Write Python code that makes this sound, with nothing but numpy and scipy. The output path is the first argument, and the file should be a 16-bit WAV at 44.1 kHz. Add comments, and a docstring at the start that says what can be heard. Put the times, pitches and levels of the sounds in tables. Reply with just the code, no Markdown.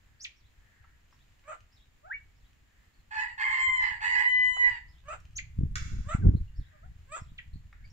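"""A bantam cock crows once, harsh then clean, off to the right in a walled bird pen.
Nearer birds cluck, whine and chirp, small birds call further off, and gravel clicks.
Something hard snaps once and rings round the pen; gusts of wind buffet the microphone.
Each voice is a vibrating membrane in the bird's voice box (the syrinx), shaped by its throat.
The crow is harsh while both sides of the syrinx sound, and clean when the high side goes on alone."""
import sys
import numpy as np
from scipy import signal
from scipy.fft import rfft, irfft, next_fast_len
from scipy.io import wavfile
from scipy.ndimage import uniform_filter1d

SR = 44100
rng = np.random.default_rng(int(sys.argv[2]) if len(sys.argv) > 2 else 0)


def dump(signal):
    """Clip the signal to [-1, 1] and save it as 16-bit WAV at the path in sys.argv[1]."""
    limited = np.clip(np.atleast_2d(signal).T, -1, 1)
    pcm = np.round(limited * 32767).astype(np.int16)
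    wavfile.write(sys.argv[1], SR, pcm)


N = 349272
TOP_HZ = 15650  # upper limit of the treble

# how a hen's throat boosts or weakens each frequency: f/Hz, level/dB
HEN_THROAT = [(250, -25.5), (560, -2.5), (900, -5), (1300, 6), (1850, -8.5), (2500, -10), (3300, -21.5),
              (5500, -34.5), (7800, -13), (9000, -55.5), (15000, -59)]


def cock(dip_s=4.55, dip_width_s=0.046, flare_s=4.58, flare_width_s=0.06):
    """One crow of three syllables, the last held on a clean note."""
    # syllables: t/s, length/s, level/dB, attack/s, brightness/(dB per octave), high side joins/s,
    # its top pitch/Hz, time of that top/s, pitch bend/(Hz per s^2), turns clean/s, clean for/s,
    # purity/0-1, throat ring when clean/dB; later times count from the syllable's start
    syllables = [(3.106, 0.11, -30, .085, 0, .1, 990, 0.13, 300, 0, 0.061, 0.2, 10),
                 (3.375, 0.49, -27.5, 0.046, -0.16, 0.027, 1053, .11, 320, 0.2046, .27, 0.72, 12.5),
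                 (4.004, 0.66, -26.5, 0.045, 1.1, .035, 1003, .41, 227.9, 0.228, .45, 0.94, 19.5)]
    crow, t = np.zeros(N), np.arange(N) / SR
    for s, *shape in syllables:
        add(crow, s, syllable(*shape))
    # near the end the sound around 2 kHz dips briefly and the band around 4 kHz swells
    dip = bump(t, dip_s, dip_width_s) * resonate(crow, 2000, 500)
    flare = 1.3 * bump(t, flare_s, flare_width_s) * resonate_twice(crow, 4000, 300)
    return place(crow - dip + flare, lag_ms=0.33, right_db=2.5, echo_db=0.5, wet_db=-6.5)


def syllable(length, level_db, attack_s, tilt_db, join_s, top_hz, top_s, bend,
             clean_s, clean_for, purity, clean_ring_db):
    """The low side of the syrinx starts; the high side joins harshly and may go on alone."""
    # tone colour of the cock's throat: f/Hz, level/dB
    throat = [(300, -53.5), (640, -30), (830, 2), (1060, -1.5), (1300, 0.5), (1750, 4), (2200, -2),
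              (3100, -8), (3800, -23), (4600, -9.5), (5700, -42.5), (7400, -14.5), (8700, -46),
              (10800, -44), (14000, -57)]
    # extra shaping of the clean note: f/Hz, level/dB
    clear_tone = [(2000, -5), (3000, -5), (4000, -11), (5100, -19.5), (6100, -13.5), (7100, 1.5),
                  (9000, -3.5)]
    # the throat's ring, about an octave above the pitch: f/Hz, level/dB
    throat_ring = [(1300, -44), (1720, -12.5), (2000, 1.5), (2200, 0), (2750, -41)]
    release_s, joining_s, clearing_s = 0.12, 0.074, 0.0615
    low_side_hz, sag_per_s, release_db_per_s = 863, 0.43, 156
    rough_both, alone_ring_db, harsh_ring_db = 0.562, -4.5, 8.5
    t = np.arange(0, length + release_s, 1 / SR)
    dying_s = np.maximum(t - length, 0)
    onset = 1 - ramp(t, attack_s)
    joined = ramp(t - join_s + joining_s / 2, joining_s)
    clean = purity * ramp(np.minimum(t - clean_s, clean_s + clean_for - t), clearing_s)
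    rough_alone = 0.15 + 0.9 * onset  # hoarse as it starts
    rough = np.clip((rough_alone + (rough_both - rough_alone) * joined) * (1 - clean), 0, 1)
    sag = 1 - sag_per_s * dying_s  # both pitches sink as the syllable dies
    high_hz = sag * (top_hz - bend * (t - top_s) ** 2)
    low_hz = sag * low_side_hz * (1 + 0.035 * joined * wander(len(t), 14.02))
    high = joined * syrinx(high_hz, rough, tilt_db * (1 - clean) - 1.2,
                           jitter=0.03, flutter_hz=110, air=0.18)
    low = syrinx(low_hz, rough, tilt_db - 1, jitter=0.04 + 0.035 * joined, flutter_hz=90, air=0.7)
    harsh = colour(high + 0.57 * (1 - clean) * low, throat)
    smooth = joined * np.exp(-(rough / 0.42) ** 2)  # a smoothly swinging membrane has weaker overtones
    voice = (1 - smooth) * harsh + smooth * colour(colour(high, throat), clear_tone)
    ring_db = alone_ring_db + (harsh_ring_db - alone_ring_db) * joined
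    ring_db += (clean_ring_db - harsh_ring_db) * clean
    voice += amp(ring_db) * colour(voice, throat_ring)
    db = level_db - 13.5 * onset + 6.5 * clean - release_db_per_s * dying_s
    return at_level(voice, db) * ramp(t, 0.007)


def syrinx(hz, rough, slope_db, jitter, flutter_hz, air):
    """A vibrating membrane; roughness shakes its pitch and strength and lets puffs of air through."""
    size = len(hz)
    shaken_hz = hz * (1 + jitter * rough * wander(size, flutter_hz))
    phase = 2 * np.pi * np.cumsum(shaken_hz) / SR
    tone = np.zeros(size)
    for k in range(1, int(TOP_HZ / hz.min()) + 1):
        shimmer_db = np.clip(2 * (k - 2), 0, 4) * wander(size, 9)  # overtones swell and fade separately
        tone += amp(slope_db * np.log2(k) + shimmer_db) * np.cos(k * phase + k * k) * (k * hz < TOP_HZ)
    puffs = air * rough * (1 + np.cos(phase)) * rng.standard_normal(size)
    return at_level(tone, 0) * (1 + rough * wander(size, flutter_hz)) + puffs


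def hens():
    """Nasal clucks and thin, gliding whines, both shaped by a hen's throat."""
    # clucks: t/s, level/dB, brightness/(dB per octave), roughness/0-1
    cluck_calls = [(1.433, -42, -1, 0.22), (5.036, -39.5, -0.1, 0.17), (6.042, -37, 1, 0.11),
                   (7.073, -39, 2.5, 0.01)]
    # whines and soft calls: t/s, length/s, first pitch/Hz, last pitch/Hz, level/dB
    whine_calls = [(2.02, .105, 527, 1077, -50), (2.094, 0.05, 1275, 2383, -33),
                   (2.126, 0.044, 2256, 2273, -37), (2.128, .055, 2950, 2730, -58.5),
                   (6.209, 0.052, 1727, 1310, -53.5), (6.269, 0.043, 1860, 1350, -62),
                   (6.708, 0.102, 629, 576, -63), (6.817, 0.058, 569, 870, -57),
                   (7.834, 0.027, 2060, 2410, -58)]
    clucks, whines = np.zeros((2, N))
    for s, *shape in cluck_calls:
        add(clucks, s, cluck(*shape))
    for s, length, first_hz, last_hz, db in whine_calls:
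        progress = np.arange(0, length, 1 / SR) / length
        hz = first_hz * (last_hz / first_hz) ** progress
        slope_db = -hz / 72  # the higher the pitch, the purer the tone
        voice = syrinx(hz, 0.1, slope_db, jitter=0.083, flutter_hz=200, air=0.16)
        add(whines, s, at_level(colour(voice, HEN_THROAT), db) * swell(progress))
    clucks = place(clucks, lag_ms=0.06, right_db=2, echo_db=5.5, wet_db=-8.5)
    return clucks + place(whines, lag_ms=-0.55, right_db=0.5, echo_db=0, wet_db=-15)


def cluck(level_db, slope_db, rough, length_s=0.13, attack_s=0.049, break_s=0.1, fraying_s=0.033):
    """The voice swells and climbs, turns ragged, then breaks and drops."""
    start_hz, climb_hz_per_s = 498.5, 2050
    t = np.arange(0, length_s, 1 / SR)
    broken_s = np.maximum(t - break_s, 0)
    hz = start_hz + climb_hz_per_s * (t - 2 * broken_s)  # falls as fast as it climbed
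    db = level_db - 21 * (1 - ramp(t, attack_s)) - 22 * ramp(broken_s, length_s - break_s)
    db -= 11 * ramp(attack_s - t, 0.007)  # after a soft lead-in the full voice cuts in
    rough = rough + (1 - rough) * ramp(t - break_s + fraying_s / 2, fraying_s)
    voice = syrinx(hz, rough, slope_db, jitter=0.2, flutter_hz=160, air=1.1)
    return at_level(colour(voice, HEN_THROAT), db)


def small_birds(peep_s=0.032, peep_arch=0.18):
    """Sharp whistled chirps nearby; further off, one repeated song note and single peeps."""
    # chirps: t of the top/s, rise/s, plunge/s, top pitch/Hz, end pitch/Hz, rise level/dB, plunge level/dB
    chirps = [(0.238, 0.046, 0.011, 7000, 1596, -47.5, -35),
              (5.378, 0.026, 0.0054, 6970, 2073, -35.5, -34.5),
              (7.377, 0.0037, 0.0099, 4700, 1606, -77, -39.5)]
    # shape of the song note: t from its start/s, pitch/Hz, level/dB
    song_shape = [(0, 4600, -10), (.022, 5650, 0.5), (.042, 5550, -8.5), (.06, 4030, -4.5),
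                  (.09, 3300, -6.5), (.115, 3996, -1), (.135, 4500, -32)]
    # repeats of that note: t/s, level/dB, pitch factor
    song_notes = [(0.349, -71.5, 1.0), (1.11, -74, 1), (1.709, -67.5, 0.96), (2.351, -75.5, .97),
                  (4.87, -69, 0.92), (6.55, -67, 0.95), (7.19, -70.5, 0.96)]
    # distant peeps: t/s, top pitch/Hz, level/dB
    peeps = [(2.93, 4480, -72), (2.985, 4300, -76), (6.356, 4255, -63.5), (6.468, 2860, -65.5),
             (7.527, 4330, -62.5), (7.837, 4750, -61), (7.895, 5640, -66)]
    near, far = np.zeros((2, N))
    for s, rise_s, *shape in chirps:
        add(near, s - rise_s, chirp(rise_s, *shape))
    song_hz, song_db = curves(song_shape)
    for s, db, pitch in song_notes:
        add(far, s, whistle(song_hz * pitch, song_db + db, rough=0.081))
    progress = np.arange(0, peep_s, 1 / SR) / peep_s
    arch = 1 - peep_arch * (2 * progress - 1) ** 2
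    for s, hz, db in peeps:
        add(far, s, whistle(hz * arch, db, rough=0.085) * swell(progress))
    near = place(near, lag_ms=0.15, right_db=1, echo_db=-1, wet_db=-12, late_db=-20)
    far *= amp(3 * wander(N, 45) - 1)  # moving air makes distant notes flicker
    return near + place(far, lag_ms=0, right_db=0.5, echo_db=1.5, wet_db=-2.5)


def chirp(rise_s, plunge_s, top_hz, end_hz, rise_db, plunge_db, climb_hz_per_s=66000, fall_s=0.025):
    """A whistle climbs steadily to its top pitch, then plunges."""
    t = np.arange(-rise_s, fall_s, 1 / SR)
    fall = np.exp(-(np.maximum(t, 0) / plunge_s) ** 1.63)
    hz = end_hz + (top_hz - end_hz) * fall + climb_hz_per_s * np.minimum(t, 0)
    rise_gain = amp(rise_db) * ramp(t + rise_s, 0.017) ** 2 * fall
    plunge_gain = amp(plunge_db) * swell(t / fall_s)
    return whistle(hz, 0, rough=0.13) * (rise_gain + plunge_gain)


def whistle(hz, db, rough):
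    """A small bird's syrinx gives a nearly pure gliding note."""
    # tone colour of a small bird's throat: f/Hz, level/dB
    throat = [(600, -17.5), (1500, 8.5), (2200, 3.5), (7000, -9.5), (8500, -4), (15000, -26)]
    voice = syrinx(hz, rough, slope_db=-22.5, jitter=0.3, flutter_hz=405, air=0.13)
    return at_level(colour(voice, throat), db)


def snap(start_s=5.7555, level_db=-21.5, decay_s=0.002):
    """One hard crack, a very short burst of noise, sets the whole pen ringing."""
    # tone colour of the crack: f/Hz, level/dB
    spectrum = [(300, -10), (900, -2.5), (1500, 6), (2600, 4), (4000, 5), (5400, -2.5), (7100, 7.5),
                (8300, -12), (10000, -35.5), (14500, -20.5)]
    out, t = np.zeros(N), np.arange(SR // 10) / SR
    burst = unit(colour(rng.standard_normal(len(t)), spectrum))
    add(out, start_s, amp(level_db) * burst * np.exp(-t / decay_s))
    return place(out, lag_ms=-0.29, right_db=2.5, echo_db=4.5, wet_db=1.5, late_db=-5, late_t60=1.05)


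def wind(gust_db=-34, apart=0.26, buffet_hz=100, crossing_s=0.00083):
    """Swirling air at the microphone: a rumble that brightens as it grows, with sudden thumps."""
    # rumble of light wind: f/Hz, level/dB
    light_spectrum = [(15, 1), (45, 4), (90, 0.5), (150, -10.5), (250, -29), (400, -57.5), (900, -63.5)]
    # rumble of strong wind: f/Hz, level/dB
    strong_spectrum = [(15, -12), (50, 1.5), (110, 1.5), (200, -6.5), (330, -16), (500, -25.5), (1000, -50),
                       (2500, -81)]
    # single swings of air pressure: t/s, peak level/dB
    buffets = [(5.59, -17), (5.636, -13.5), (6.15, -12), (6.262, -13.5), (6.352, -12), (7.221, -36),
               (7.32, -39), (7.559, -31.5)]
    level_db = wind_level()
    strong = 0.5 + 0.5 * np.tanh((level_db - gust_db) / 5)
    eddies = rng.standard_normal(N) + apart * rng.standard_normal((2, N))
    rumble = (1 - strong) * unit(colour(eddies, light_spectrum))
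    rumble += strong * unit(colour(eddies, strong_spectrum))
    rumble *= amp(level_db + 3 + 5.7 * np.tanh(wander(N, 22)))  # the level flutters
    thumps, t = np.zeros(N), np.arange(-SR // 20, SR // 20) / SR
    phase = 2 * np.pi * buffet_hz * t
    for s, db in buffets:
        swing = np.sin(phase + rng.uniform(0, 2 * np.pi)) / np.cosh(1.13 * phase)
        add(thumps, s + t[0], amp(db) * swing)
    left, right = rumble + thumps
    now = np.arange(N) / SR
    return np.array([left, np.interp(now - crossing_s, now, right)])  # eddies reach the right later


def wind_level():
    """Strength in dB of the breeze, with gusts swelling and dying on top of it."""
    # the steady breeze: t/s, level/dB
    breeze = [(0, -66), (3.4, -66.5), (3.7, -56), (4.8, -61), (5.4, -52.5), (6.75, -64.5), (7.92, -54.5)]
    # gusts: t of the peak/s, level/dB, rise time constant/s, fall time constant/s
    gusts = [(5.611, -31.5, 0.021, 0.097), (5.95, -35.5, 0.19, 0.24), (6.265, -24, 0.056, 0.09),
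             (6.599, -36.5, 0.02, 0.027), (6.878, -43.5, .04, 0.072), (7.22, -49.5, 0.027, 0.19),
             (7.53, -46.5, 0.067, 0.092)]
    t = np.arange(N) / SR
    power = amp(np.interp(t, *np.transpose(breeze))) ** 2
    for s, db, rise_s, fall_s in gusts:
        power += (amp(db) * np.exp(-np.maximum((s - t) / rise_s, (t - s) / fall_s))) ** 2
    return 10 * np.log10(power)


def gravel(damping=0.66, ticks_per_s=70):
    """Stones knock with a short, dull ring; loose grit ticks underfoot."""
    # pecks and steps: t/s, relative level/dB, ring/Hz, time to fade by 60 dB/s
    pecks = [(.838, -58.5, 1260, 0.061), (1.124, -59.5, 1170, 0.046), (1.439, -63, 1890, 0.023),
             (4.431, -56, 7460, .012), (4.542, -59.5, 8980, 0.013), (4.565, -42.5, 976, 0.059),
             (4.631, -53.5, 489.4, 0.05), (5.201, -60.5, 6480, 0.018), (7.727, -50, 1380, 0.019)]
    # spells of scratching: t of the middle/s, half length/s, extra grit/dB
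    scratching = [(1.35, 0.35, 11), (5.2, .3, 13)]
    out, t = np.zeros(N), np.arange(SR // 10) / SR
    for s, db, hz, t60 in pecks:
        scrape = rng.standard_normal(len(t)) * amp(-60 * t / t60) * ramp(t, 0.089 * t60)
        knock = resonate_twice(scrape, hz, hz * damping)
        add(out, s, 2 * amp(db) * knock / abs(knock).max())
    hits = (rng.random(N) < ticks_per_s / SR) * rng.exponential(1, N)
    tick = rng.standard_normal(len(t)) * np.exp(-t / 0.0015)
    grit = signal.oaconvolve(hits, tick)[:N]
    grit *= amp(sum(db * bump(np.arange(N) / SR, s, half_s) for s, half_s, db in scratching))
    out += amp(-70) * resonate_twice(grit, 3000, 3600)
    return place(out, lag_ms=0, right_db=0, echo_db=-9, wet_db=-4)


def coo(start_s=3.5, length_s=0.3, hz=252.5, level_db=-68.5):
    """One faint, low call: a pure tone that wavers a little."""
    out, t = np.zeros(N), np.arange(0, length_s, 1 / SR)
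    wavering_hz = hz * (1 + 0.03 * wander(len(t), 30))
    tone = unit(np.sin(2 * np.pi * np.cumsum(wavering_hz) / SR))
    add(out, start_s, amp(level_db) * tone * swell(t / length_s))
    return out


def far_fowl(hz=1750, width_hz=450):
    """Far-off calls, blurred by distance: only the ring of the throat carries to the pen."""
    # calls: t of the peak/s, half length/s, level/dB
    calls = [(0.162, 0.18, -75), (0.784, 0.21, -68), (2.793, 0.16, -73.5), (6.732, 0.18, -68),
             (7.829, 0.059, -69.5)]
    t = np.arange(N) / SR
    gain = sum(amp(db) * bump(t, s, half_s) for s, half_s, db in calls)
    return gain * unit(resonate_twice(rng.standard_normal((2, N)), hz, width_hz))


def hush(level_db=-70.5, shared=0.25):
    """Quiet outdoor air: soft noise that swells slightly."""
    # tone colour of the air: f/Hz, level/dB
    spectrum = [(120, -22.5), (200, -1.5), (534, -12), (1540, -10.5), (1780, -6.5), (6020, -21.5),
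                (7220, -14.5), (8500, -29.5), (14400, -26), (15500, -23)]
    air = rng.standard_normal((2, N)) + shared * rng.standard_normal(N)
    return amp(level_db + 0.74 * wander(N, 3.6)) * unit(colour(air, spectrum))


def place(x, lag_ms, right_db, echo_db, wet_db, late_db=-17, late_t60=0.52):
    """Puts a sound in the pen, in stereo: direct sound, single echoes and a fading wash (wet_db)."""
    # echoes off ground and walls: left delay/s, right delay/s, gain
    echoes = [(.0031, .0036, 0.31), (.0094, .0083, 0.27), (.0162, .0178, .25), (.0268, .0243, .2)]
    # how long the pen rings: f/Hz, time to fade by 60 dB/s
    pen_t60 = [(300, 0.3), (1000, 0.13), (2200, 0.3), (7000, 0.19), (14000, 0.033)]
    t = np.arange(SR) / SR
    hz, s, bands = signal.stft(rng.standard_normal((2, SR)), SR, nperseg=256)
    bands *= amp(-60 * s / read(pen_t60, hz)[:, None]) + amp(late_db - 60 * s / late_t60)
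    tail = signal.istft(bands, SR, nperseg=256)[1][:, :SR] * ramp(t, 0.0048)
    response = amp(wet_db) * tail / np.linalg.norm(tail, axis=1, keepdims=True)
    for channel, lag in enumerate([max(lag_ms, 0), max(-lag_ms, 0)]):
        response[channel, round(lag * SR / 1000)] += 1  # the direct sound
        for *delays_s, gain in echoes:
            response[channel, round(delays_s[channel] * SR)] += gain * amp(echo_db)
    response /= np.linalg.norm(response, axis=1, keepdims=True)
    balance = amp([[-right_db / 2], [right_db / 2]])
    return signal.fftconvolve(x[None], response, axes=1)[:, :N] * balance


def amp(db):
    """Turns decibels into a gain."""
    return 10 ** (np.asarray(db) / 20)


def unit(x):
    """Scales a signal to an average power of 1."""
    return x / np.sqrt(np.mean(x ** 2) + 1e-20)


def at_level(x, db):
    """Makes a voice follow a loudness curve but keeps its fast flutter."""
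    return amp(db) * x / np.sqrt(abs(uniform_filter1d(x ** 2, size=700)) + 1e-12)


def read(points, hz):
    """Reads between a table's rows, with octaves evenly spaced."""
    f, value = np.transpose(points)
    return np.interp(np.log(hz + 1), np.log(f + 1), value)


def colour(x, spectrum):
    """Shapes a sound's tone by a table of f/Hz, level/dB."""
    size = next_fast_len(x.shape[-1] + 2048)
    gain = amp(read(spectrum, np.fft.rfftfreq(size, 1 / SR)))
    return irfft(rfft(x, size) * gain, size)[..., :x.shape[-1]]


def resonate(x, hz, width_hz):
    """A resonance: passes the band around hz and weakens the rest."""
    return signal.lfilter(*signal.iirpeak(min(hz, SR / 2 - 1), hz / width_hz, SR), x)


def resonate_twice(x, hz, width_hz):
    """The same resonance twice, for steeper sides."""
    return resonate(resonate(x, hz, width_hz), hz, width_hz)


def wander(size, rate_hz):
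    """A smooth random wobble with a typical size of 1."""
    smoothing = signal.butter(2, rate_hz, fs=SR, output="sos")
    return unit(signal.sosfilt(smoothing, rng.standard_normal(size)))


def curves(rows):
    """Joins timed rows by straight lines, one curve for each value column."""
    s, *columns = np.transpose(rows)
    t = np.arange(s[0], s[-1], 1 / SR)
    return [np.interp(t, s, column) for column in columns]


def ramp(t, length_s):
    """Rises from 0 to 1 over length_s, then holds."""
    return np.clip(t / length_s, 0, 1)


def swell(progress):
    """One soft rise and fall as progress goes from 0 to 1."""
    return np.sin(np.pi * np.clip(progress, 0, 1)) ** 2


def bump(t, middle_s, half_s):
    """A bell-shaped curve that reaches 1 at middle_s."""
    return np.exp(-((t - middle_s) / half_s) ** 2)


def add(mix, s, sound):
    """Mixes a sound in, starting at s seconds."""
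    part = mix[max(round(s * SR), 0):][:len(sound)]
    part += sound[:len(part)]


def scene():
    """All the birds, the gravel, the snap and the weather together."""
    return cock() + hens() + small_birds() + coo() + far_fowl() + gravel() + snap() + wind() + hush()


def record(dry):
    """Cuts off the treble above TOP_HZ."""
    lowpass = signal.firwin(511, TOP_HZ, window=("kaiser", 9), fs=SR)
    return signal.oaconvolve(dry, lowpass[None], "same")


dry = scene()
out = record(dry)
dump(out)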